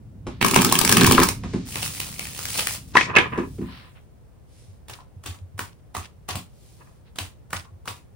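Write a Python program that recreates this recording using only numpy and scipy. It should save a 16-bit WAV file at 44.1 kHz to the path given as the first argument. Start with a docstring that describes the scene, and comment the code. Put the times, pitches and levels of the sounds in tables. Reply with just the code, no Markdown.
"""Over a quiet room's rumble a deck of cards is rubbed and bumped on a wooden table, then riffled: bursts of
noise through card colours, drumming on the table's modes. One clack of the deck's edge falls in the riffle.
The arched halves slide together as fluttering friction with small snaps, and the edge is knocked square
twice in rough ringing clacks, with scrapes around it. Then come eight overhand strokes: packets touch, slap,
clap and slide home while palms and forearms thump the table. A short, dense wooden echo answers."""
import sys
import numpy as np
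from scipy import signal
from scipy.fft import rfft, irfft
from scipy.io import wavfile

SR = 44100
rng = np.random.default_rng(int(sys.argv[2]) if len(sys.argv) > 2 else 0)


def wrap_up_sound(samples):
    """Save the sound to the file named by the first command line argument, as 16-bit audio."""
    columns = np.atleast_2d(samples).T
    # keep every value between -1 and 1, then stretch to whole-number steps
    tamed = np.clip(columns, -1, 1)
    steps = np.round(tamed * 32767).astype(np.int16)
    wavfile.write(sys.argv[1], SR, steps)


N = 359415
TIME = np.arange(N) / SR

# Levels in the tables are relative: each layer sets its own gain.
# Cards whipping off the thumbs: (time [s], body level [dB], crisp edge level [dB], left minus right [dB])
CARD_SNAPS = [(0.413, -5.5, -31.5, -6), (.426, -3.5, -23, -4.5), (0.446, -3, -22, 10),
              (.463, -12.5, -20, -1), (.483, -11.5, -20.5, 0), (.511, -12.5, -18, -1),
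              (0.543, -10.5, -21.5, 10), (.561, 6, -11.5, -0.5), (.618, -7.5, -15, -1.5),
              (.647, -8, -12.5, 1.5), (.724, -5.5, -10.5, 0), (0.753, -5, -19, 0.5), (.789, -9.5, -9.5, 0),
              (.813, -10, -18, 10), (.849, -5, -14.5, 1.5), (.876, -9.5, -19, -6), (.893, -3, -13.5, 5.5),
              (.915, -6.5, -15, -1.5), (.924, -1, -9.5, 3), (.969, 0.5, -13.5, 0), (1.014, -2, -25.5, 0),
              (1.046, 0.5, -22, 4), (1.065, -13, -14, 1), (1.074, -7.5, -20, 2), (1.111, 0, -17, 0),
              (1.121, -10.5, -13, 2), (1.2, -4, -19.5, 0.5), (1.216, -6, -29, 0.5),
              (1.233, -6, -13.5, -0.5), (1.287, -10.5, -18.5, -0.5)]
# Stream of falling cards: (time [s], level [dB])
FALLING_CARDS = [(.415, -28.5), (.53, -30), (.58, -24), (.88, -33.5), (1.02, -23), (1.23, -26.5),
                 (1.34, -50)]
# Overhand strokes, a packet each: (slap time [s], slap level [dB], first touch before it [s],
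# last cards settle after it [s], settling level [dB], sliding level [dB], hollow clap level [dB],
# clap pitch [Hz], palm thump level [dB])
PACKET_STROKES = [(4.897, -27, 0.014, 0.055, -38.5, -42.5, -35, 2390, -38),
                  (5.26, -23, 0.023, 0.083, -39.5, -43, -47, 1506, -30),
                  (5.591, -19, .012, 0.013, -38, -40.5, -9, 1547, -31.5),
                  (5.949, -23.5, 0.0047, .017, -20.5, -35, -12.5, 797, -30.5),
                  (6.288, -18.5, 0.0036, 0.067, -20, -34.5, -36, 950, -33),
                  (7.186, -19, 0.028, 0.041, -32, -40.5, -10.5, 2640, -29.5),
                  (7.53, -18, 0.025, 0.04, -45, -38, -7, 1270, -32.5),
                  (7.876, -24, 0.02, 0.011, -24, -44.5, -14, 1230, -34.5)]
# Resonances of the table top: (frequency [Hz], width [Hz], level [dB])
TABLE_MODES = [(62, 24, -8.5), (87.6, 25, -1), (129.9, 36, -3.5), (179.6, 14, 1.5), (215, 41, -6),
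               (259.4, 12, -1), (286.7, 5.9, -6.5), (342.6, 18, -5), (393, 28, -4.5), (432, 73, -12)]
# Resonances of the squared deck on the table: (frequency [Hz], width [Hz], level [dB])
DECK_MODES = [(1024, 26, 7), (1177, 97, -4), (1700, 60, 4.5), (1870, 180, -6.5), (2200, 57, -9.5),
              (2537, 64, 1.5), (3150, 54, -8.5)]
# Colour of a packet of cards: (frequency [Hz], level [dB])
PACKET_COLOUR = [(150, 3), (400, -4.5), (650, -7), (1050, -6), (1550, -14), (2200, -13), (3300, -15),
                 (5000, -13), (7200, -7), (9500, -8), (13000, -10.5), (15500, -11.5)]
# Colour of the deck's edge on wood: (frequency [Hz], level [dB])
EDGE_COLOUR = [(40, -24.5), (150, -2), (380, 3.5), (700, -7), (1020, -2), (1420, -7), (1700, -8.5),
               (2700, -7.5), (3900, -18), (7000, -21), (16000, -37)]
# Colour of card rubbing on card: (frequency [Hz], level [dB])
RUB_COLOUR = [(250, -8.5), (500, -8), (1000, -7.5), (1500, -11), (2550, -6), (4000, -10.5), (6800, -11),
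              (9700, -9), (12700, -13.5), (15000, -11.5)]
# Phase by which the right microphone leads: (frequency [Hz], phase [rad])
MIC_PHASE = [(3000, 0.2), (7000, -2.5), (15800, 6.5)]

SIDE_TOP_HZ = MIC_PHASE[1][0]  # stereo difference is rolled off above this
FIBRE_SCATTER_DB = 1.2  # unevenness of the catches in rubs and scrapes


def undb(db):
    """Decibels to gain."""
    return 10 ** (np.asarray(db) / 20)


def unit(x):
    """Scale to rms 1."""
    return x / np.sqrt(np.mean(x ** 2))


def curve(table):
    """Gain along (time [s], level [dB]), down at -150 dB outside the table."""
    return undb(np.interp(TIME, *np.transpose(table), left=-150, right=-150))


def add(track, s, sound):
    """Mix a sound into a track at time s."""
    i = max(int(s * SR), 0)
    track[:, i:i + sound.shape[-1]] += sound[..., :N - i]


def cut(x, hz, kind="low", order=2):
    """Butterworth slope."""
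    corner_hz = min(hz, SR / 2 - 1)
    return signal.sosfilt(signal.butter(order, corner_hz, kind, fs=SR, output="sos"), x)


def resonate(x, hz, quality):
    """One broad resonance."""
    return signal.lfilter(*signal.iirpeak(hz, quality, fs=SR), x)


def ring(x, response):
    """Send a sound through an impulse response scaled to unit energy."""
    response = np.atleast_2d(response) / np.sqrt(np.sum(response ** 2))
    return signal.fftconvolve(x, response, axes=-1)[:, :x.shape[-1]]


def noise(size, spread):
    """Noise at two microphones; spread weighs the side against the middle."""
    mid, side = rng.standard_normal((2, size))
    side = cut(side, SIDE_TOP_HZ)
    return np.array([mid + spread * side, mid - spread * side]) / np.sqrt(1 + spread ** 2)


def panned(db):
    """Left and right gains for a level difference."""
    return undb(np.array([[db], [-db]]) / 2)


def colour(points, size=4096):
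    """Causal, minimum-phase impulse response with the given spectrum, by folding its cepstrum."""
    hz, db = np.transpose(points)
    bins_hz = np.arange(size // 2 + 1) * SR / size
    gain = undb(np.interp(np.log(bins_hz + 1), np.log(hz), db))
    cepstrum = irfft(np.log(gain))
    cepstrum[1:size // 2] *= 2
    cepstrum[size // 2 + 1:] = 0
    return irfft(np.exp(rfft(cepstrum)))


def modes(table):
    """Impulse response of damped resonances: the wider a mode, the faster it dies."""
    t = TIME[:SR // 2]
    response = np.zeros(len(t))
    for k, (hz, width, db) in enumerate(table):
        sign = (-1) ** k
        response += sign * undb(db) * width * np.exp(-np.pi * width * t) * np.sin(2 * np.pi * hz * t)
    return response


def room(x, wet_db):
    """Direct sound plus the wooden walls' short, dense echo; long waves reach both microphones alike."""
    t60_s, side_spread = 0.22, 0.97
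    t = TIME[:SR // 2]
    mid, side = rng.standard_normal((2, len(t)))
    side = side_spread * cut(cut(side, 660, "high", order=1), SIDE_TOP_HZ)
    onset = np.clip((t - .004) / 0.0064, 0, 1)  # 4 ms of silence, then a quick build
    tail = np.array([mid + side, mid - side]) * undb(-60 * t / t60_s) * onset
    return x + undb(wet_db) * ring(x, cut(tail, 20000, order=1))


def contact(decay, spread, rise=0.00048, size=4096):
    """Force of one collision: a rush of tiny contacts, as noise, that dies away."""
    t = TIME[:size]
    shape = (1 - np.exp(-t / rise)) * np.exp(-t / decay)
    force = noise(size, spread) * shape
    return force * np.sqrt(np.mean(shape ** 2) / np.mean(force ** 2)) / shape.max()


def flex(force, low_hz=1000, quality=4, gain_db=5):
    """Every card is bent differently and so has a brief resonance of its own, within two octaves."""
    return force + undb(gain_db) * resonate(force, low_hz * 4 ** rng.random(), quality)


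def grains(rate, scatter_db, spread):
    """Random catches of paper fibres as noise grains; scatter makes a few of them stronger."""
    caught = rng.random(N) < rate / SR
    sizes = caught * undb(scatter_db * np.minimum(rng.exponential(size=N), 4))
    decay_s = .0006
    power = signal.lfilter([1], [1, -np.exp(-1 / (decay_s * SR))], sizes ** 2)
    return unit(noise(N, spread) * np.sqrt(power))


def flutter(rate, depth_db):
    """Uneven grip: a gain that wanders quickly."""
    steps = rng.standard_normal(N // 100)
    return unit(undb(depth_db * np.interp(TIME * rate, np.arange(len(steps)), steps)))


def uneven(start, end, rate):
    """Times of a loose rhythm: one event somewhere in each beat, 64 at most."""
    times = start + (np.arange(64) + rng.random(64)) / rate
    return times[times < end]


def stroke(sound, s, length, rise=0.25):
    """A stretch of friction under a pressure that builds over a share of its length and eases off."""
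    part = sound[:, int(s * SR):int((s + length) * SR)]
    progress = np.linspace(0, 1, part.shape[1])
    pressure = np.interp(progress, [0, min(rise, .5), .5 + rise / 2, 1], [0.09, 1, 0.52, 0.075])
    return unit(part) * pressure


def rasp(friction, centre_hz, hiss_db=-11):
    """Friction about one pitch region, over the wide hiss of card on card."""
    band = unit(cut(cut(friction, centre_hz * 2.19, order=4), centre_hz / 3.0, "high"))
    hiss = unit(cut(ring(friction, colour(RUB_COLOUR)), centre_hz * 3))
    return band + undb(hiss_db) * hiss


def thud(wood, soft_hz):
    """A soft blow on the table top; the softer it is, the lower the modes it reaches."""
    sound = cut(cut(wood, soft_hz), soft_hz / 2, "high", order=3)
    return sound / np.abs(sound).max()


def card_sound(body, edge, points):
    """The card's face radiates the middle range, its edge the treble."""
    split_hz = 4500
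    response = colour(points)
    face = ring(body, cut(response, split_hz, order=4))
    return face + ring(edge, cut(response, split_hz, "high", order=4))


def snaps(table, points, decay, spread, body_db, edge_db):
    """Each card scrapes briefly past its neighbour and then slaps down; rows without a side are central."""
    body, edge = np.zeros((2, 2, N))
    for s, low_db, high_db, *side_db in table:
        side = panned(np.clip(sum(side_db), -10, 10))
        for track, db in ((body, low_db + body_db), (edge, high_db + edge_db)):
            slap = flex(contact(decay * 2 ** (rng.random() - .5), spread, rise=0.00025))
            add(track, s, slap * undb(db) * side)
            scrape = contact(.002, spread, size=384)[:, ::-1]  # reversed, it swells into the slap
            add(track, s - scrape.shape[1] / SR, scrape * undb(db - 12))
    return card_sound(body, edge, points)


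def clack(hz, decay=.003, rise=.0008, rough=.7):
    """A bunch of cards rings for a few cycles, roughened by noise at the same pitch."""
    t = TIME[:SR // 16]
    shape = (1 - np.exp(-(t / rise) ** 2)) * np.exp(-t / decay)
    grit = unit(cut(resonate(noise(len(t), 0.41), hz, 3.8), hz * 2, order=4))
    tone = np.sin(2 * np.pi * hz * t + .5 * rng.standard_normal((2, 1)))
    return (tone + rough * grit) * shape / shape.max()


def air():
    """Low steady rumble of the quiet room, as coloured noise."""
    # colour of the room: (frequency [Hz], level [dB])
    air_colour = [(20, -25.5), (60, 0.5), (120, -2), (270, -18), (500, -19), (1260, -32.5), (4000, -43.5),
                  (16000, -43.5)]
    return undb(-49) * ring(noise(N, 0.91), colour(air_colour))


def arms(lean_db=-3, bump_hz=100, width_hz=38, detuning=.12):
    """Leaning hands rumble; palms and rocking forearms thump the table in short damped low tones."""
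    # weight of the hands on the table: (time [s], rumble level [dB])
    leaning = [(0, -43), (.4, -37.5), (1.1, -30.5), (1.4, -30.5), (2.3, -40), (2.9, -38.5), (3.2, -32),
               (3.7, -39.5), (4.1, -74)]
    # forearms rocking on the table around the strokes: (time [s], level [dB])
    rocking = [(4.68, -36.5), (5.16, -34.5), (5.41, -31), (5.54, -31), (7.715, -36.5)]
    palm_lag_s = 0.0195  # the palm takes the packet, then thumps
    bumps = [(s + palm_lag_s, palm_db) for s, *_, palm_db in PACKET_STROKES] + list(rocking)
    thumps, t = np.zeros((2, N)), TIME[:SR // 4]
    age = np.pi * width_hz * t
    swell = age * np.exp(1 - age)
    for s, db in bumps:
        hz = bump_hz * (1 + detuning * rng.standard_normal())
        add(thumps, s, undb(db) * swell * np.sin(2 * np.pi * hz * t))
    thumps = cut(cut(thumps, 39.0, "high"), 170)
    rumble = unit(cut(cut(noise(N, 0.11), 160, order=3), 55, "high", order=4))
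    return room(thumps, wet_db=3) + undb(lean_db) * rumble * curve(leaning)


def rubs(gain_db=-10):
    """Fingers and cards brush over the deck: short strokes of fibre noise, each in its own pitch region."""
    # brushing strokes: (time [s], length [s], level [dB], centre [Hz])
    brushes = [(0.25, 0.2, -50.5, 2140), (1.364, 0.48, -44, 3470), (2.937, 0.14, -24, 3330),
               (3.185, 0.88, -52, 8000), (3.62, 0.31, -42, 2240), (3.94, 0.075, -50, 1690),
               (4.467, 0.34, -55, 5990), (6.476, 0.56, -54.5, 6970), (7.049, 0.06, -57, 1990)]
    friction = grains(rate=4600, scatter_db=FIBRE_SCATTER_DB, spread=0.88)
    out = np.zeros((2, N))
    for s, length, db, centre_hz in brushes:
        add(out, s, undb(db + gain_db) * rasp(stroke(friction, s, length, rise=0.36), centre_hz))
    return room(out, wet_db=-6.5)


def knocks(thud_db=2.0, click_db=-3):
    """Hands and deck bump the table: its filtered modes thud, and a noise burst adds a dull click."""
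    # bumps: (time [s], thud level [dB], softness as roll-off [Hz], click level [dB])
    bumps = [(.267, -27, 513, -20.5), (0.416, -19, 168, -38), (1.015, -16.5, 380, -37),
             (1.068, -14, 107, -43.5), (1.182, -9.5, 493, -7.5), (1.435, -23, 240, -22.5),
             (1.535, -15, 364, -21), (3.376, -14.5, 590, -21.5), (3.583, -22, 400, -38.5),
             (3.612, -20.5, 298, -33.5), (6.345, -26, 135, -26)]
    thuds, clicks = np.zeros((2, 2, N))
    wood = modes(TABLE_MODES)
    for s, db, soft_hz, tick_db in bumps:
        add(thuds, s, undb(db + thud_db) * thud(wood, soft_hz))
        add(clicks, s, undb(tick_db + click_db) * contact(decay=0.016, spread=0.2))
    clicks = ring(cut(clicks, 2700), colour(PACKET_COLOUR))
    return room(thuds, wet_db=1.0) + room(clicks, wet_db=-0.5)


def riffle(patter_db=-8.5, sizzle_db=-10):
    """Cards snap off the thumbs over the patter of lighter ones and a stream of fibre noise."""
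    # colour of a bent card: (frequency [Hz], level [dB])
    bent_card = [(30, -3), (200, -0.5), (650, -6), (1000, 1), (1270, -2.5), (1420, -11.5), (1650, -3),
                 (2000, -10), (2250, -4), (3200, -6.5), (3700, -9.5), (7300, -9.5), (9500, -10.5),
                 (13000, -12), (15500, -12)]
    loud = snaps(CARD_SNAPS, bent_card, decay=0.0037, spread=0.64, body_db=-11.5, edge_db=4.0)
    light_rows = []
    for s in uneven(FALLING_CARDS[0][0], FALLING_CARDS[-1][0], rate=58):
        levels = np.interp(s, *np.transpose(FALLING_CARDS)) + 3 * rng.standard_normal(2)
        light_rows.append((s, *levels))
    light = snaps(light_rows, bent_card, decay=0.0017, spread=0.46, body_db=4.5, edge_db=5.5)
    stream = grains(rate=590, scatter_db=0.0, spread=0.62) * curve(FALLING_CARDS)
    patter = card_sound(stream * undb(patter_db), stream * undb(sizzle_db), bent_card)
    return room(loud + light + patter, wet_db=-3.5)


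def drumming(stream_db=1, snap_db=-19, soft_hz=300, side_db=-3, lowest_hz=170):
    """The falling cards drum on the table, too light to move its lowest modes much; loud ones add thuds."""
    wood, thuds = modes(TABLE_MODES), np.zeros((2, N))
    for s, db, _, _ in CARD_SNAPS:
        add(thuds, s, undb(db + snap_db) * thud(wood, soft_hz))
    upper_wood = cut(cut(wood, lowest_hz, "high", order=3), 420, order=1)
    drum = ring(grains(rate=220, scatter_db=1.6, spread=0.4), upper_wood)
    drum = drum * curve(FALLING_CARDS) * undb(stream_db)
    # the hands sink onto the table, which then booms more
    boom_middle_s, boom_rise_s, boom_db = 0.82, 0.16, 4.5
    pressed = undb(boom_db * np.clip((TIME - boom_middle_s) / boom_rise_s + .5, 0, 1))
    return (drum + room(thuds, wet_db=-5.5)) * pressed * panned(side_db)


def squaring(ring_db=-13, crack_db=-11, dry_db=-6.0):
    """The deck drops on its edge in bunches; each clacks in its own pitch region and rings deck and wood."""
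    # bunches striking the table: (time [s], level [dB], clack centre [Hz], left minus right [dB])
    bunches = [(1.1796, -1.5, 1120, 2.5), (2.9531, -3.5, 1100, 1), (2.9654, -7, 1200, -5.5),
               (2.969, 1.5, 1937, 8.5), (2.98, -8, 1870, 8), (3.01, -7, 2330, -1.5), (3.153, -14, 2700, -3),
               (3.1616, -5, 2567, -1), (3.1657, -1.5, 2190, -11.5), (3.170, -8.5, 2820, -1),
               (3.172, -4.5, 1780, -1.5), (3.1845, -1.5, 2385, 0.5), (3.189, -8, 1740, 0.5)]
    clacks, blows = np.zeros((2, 2, N))
    for s, db, centre_hz, pan_db in bunches:
        gain = undb(db) * panned(pan_db)
        add(clacks, s, clack(centre_hz) * gain)
        add(blows, s, contact(decay=0.0018, spread=0.39) * gain)
    woody = undb(ring_db) * ring(clacks, modes(DECK_MODES))
    crack = undb(dry_db) * clacks + undb(crack_db) * ring(blows, colour(EDGE_COLOUR))
    return room(woody, wet_db=-20.5) + room(crack, wet_db=-4)


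def arch(body_db=-10, edge_db=0.0, spring_edge_db=-3, scatter_db=3):
    """The bent halves slide together with a fluttering hiss; single cards catch and spring free."""
    # halves sliding together: (time [s], friction level [dB])
    sliding = [(1.655, -50.5), (1.69, -36), (1.87, -31), (1.93, -37.5), (2.0, -34.5), (2.09, -40.5),
               (2.21, -37), (2.40, -36), (2.61, -27), (2.66, -39.5), (2.70, -32), (2.75, -33),
               (2.80, -53.5), (2.93, -58.5)]
    # cards springing free: (time [s], level [dB])
    springing = [(1.757, -15.5), (1.829, -14.5), (2.002, -12), (2.194, -17), (2.454, -16.5), (2.596, -16),
                 (2.6712, -9)]
    friction = grains(rate=2400, scatter_db=2.9, spread=.7)
    friction = friction * flutter(rate=35, depth_db=2.7) * curve(sliding)
    body = friction * flutter(rate=140, depth_db=4.5) * undb(body_db)
    hiss = card_sound(body, friction * undb(edge_db), RUB_COLOUR)
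    ticks_per_s, tick_db = 56, 6  # small catches; level over the friction curve
    times = uneven(sliding[0][0], sliding[-1][0], ticks_per_s)
    levels = np.interp(times, *np.transpose(sliding)) + tick_db
    levels = levels + scatter_db * rng.standard_normal(len(times))
    rows = [(s, db, db + spring_edge_db) for s, db in list(springing) + list(zip(times, levels))]
    springs = snaps(rows, RUB_COLOUR, decay=.0015, spread=1.0, body_db=-10.0, edge_db=-1.5)
    return room(hiss + springs, wet_db=-2.5)


def scrapes(ring_db=-1, wood_db=-9, top_hz=2700):
    """The dragged edge catches and slips: fluttering grains ring the deck and the wood."""
    # drags of the deck's edge: (time [s], length [s], level [dB])
    drags = [(1.753, 0.045, -33), (2.927, 0.18, -31), (3.04, 0.13, -30.5), (3.132, 0.14, -22),
             (3.155, 0.13, -26), (3.293, 0.17, -28.5), (3.574, 0.38, -49.5), (6.774, 0.21, -55)]
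    friction = grains(rate=1200, scatter_db=FIBRE_SCATTER_DB, spread=0.83)
    friction = friction * flutter(rate=48, depth_db=5.5)
    deck = undb(ring_db) * cut(ring(friction, modes(DECK_MODES)), 1150)
    wood = undb(wood_db) * ring(friction, colour(EDGE_COLOUR))
    sound, out = cut(deck + wood, top_hz, order=3), np.zeros((2, N))
    for s, length, db in drags:
        add(out, s, undb(db) * stroke(sound, s, length))
    return room(out, wet_db=-7.5)


def overhand(slip_db=-6, deck_db=-17, lowest_hz=260):
    """Each packet touches the pile, slaps with a hollow clap of squeezed air, slides home and settles."""
    touch_db, packet_edge_db = -34, -8.5  # first touch; edge relative to body
    tock_db, tock_hz = -36.5, 1060  # the pile answers each light touch with a small hollow note
    clap_decay_s, clap_quality = 0.0032, 1.86
    attack_s, hold_s, fall_db_per_s, slip_hz = 0.016, 0.011, 220, 2980  # sliding home
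    contacts, t = [], TIME[:SR // 4]
    slips, claps = np.zeros((2, 2, N))
    friction = grains(rate=740, scatter_db=1.5, spread=0.96) * flutter(rate=73, depth_db=8.5)
    release = undb(-fall_db_per_s * np.maximum(t - attack_s - hold_s, 0))
    pressure = np.minimum(t / attack_s, 1) * release
    for s, slap_db, lead, lag, settle_db, slide_db, clap_db, clap_hz, _ in PACKET_STROKES:
        contacts += [(s - lead, touch_db), (s, slap_db), (s + lag, settle_db)]
        contacts += [(s + 0.092 * u, slap_db - 19.5) for u in rng.random(size=3)]  # stragglers
        slip = rasp(friction[:, int(s * SR):][:, :len(t)], slip_hz, hiss_db=2.5)
        add(slips, s - attack_s / 2, undb(slide_db + slip_db) * pressure * slip)
        hollow_notes = ((s - lead, tock_db, tock_hz), (s, clap_db, clap_hz), (s + lag, tock_db, tock_hz))
        for when, db, hz in hollow_notes:
            clap = resonate(contact(clap_decay_s, spread=0.33), hz, clap_quality)
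            clap = resonate(clap, hz, clap_quality / 2)
            add(claps, when, undb(db) * clap / np.abs(clap).max() / 2)
    rows = [(s, db, db + packet_edge_db) for s, db in contacts]
    slaps = snaps(rows, PACKET_COLOUR, decay=0.0063, spread=0.5, body_db=-7.5, edge_db=-1.5)
    slaps = cut(slaps, lowest_hz, "high", order=1)
    deck = undb(deck_db) * ring(cut(slaps, 840), modes(DECK_MODES))
    return room(slaps, wet_db=1.5) + room(claps, wet_db=-5) + deck + room(slips, wet_db=-12.5)


def stray_cards():
    """Single stray cards click on the pile, each a short rough tone at its own pitch."""
    # stray touches: (time [s], level [dB], pitch [Hz])
    strays = [(4.988, -41, 1010), (7.651, -45.5, 1088)]
    out = np.zeros((2, N))
    for s, db, hz in strays:
        add(out, s, undb(db) * clack(hz))
    return room(out, wet_db=2.5)


def microphones(x):
    """The right microphone leads the left by a phase that varies with frequency, mostly in the treble."""
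    bins_hz = np.arange(N + 1) * SR / (2 * N)
    phase = np.interp(bins_hz, *np.transpose(MIC_PHASE))
    return irfft(rfft(x, 2 * N) * np.exp(.5j * np.array([-phase, phase])))[:, :N]


def scene():
    """All the handling, in the quiet room."""
    table_work = air() + arms() + rubs() + knocks()
    riffling = riffle() + drumming() + squaring() + arch() + scrapes()
    return table_work + riffling + overhand() + stray_cards()


def record(dry):
    """Two microphones pick up the scene; peaks clip at full scale and the extreme top is cut."""
    clipped = np.clip(microphones(dry), -1, 1)
    return signal.sosfilt(signal.ellip(8, .2, 70, 15700, fs=SR, output="sos"), clipped)


dry = scene()
out = record(dry)
wrap_up_sound(out)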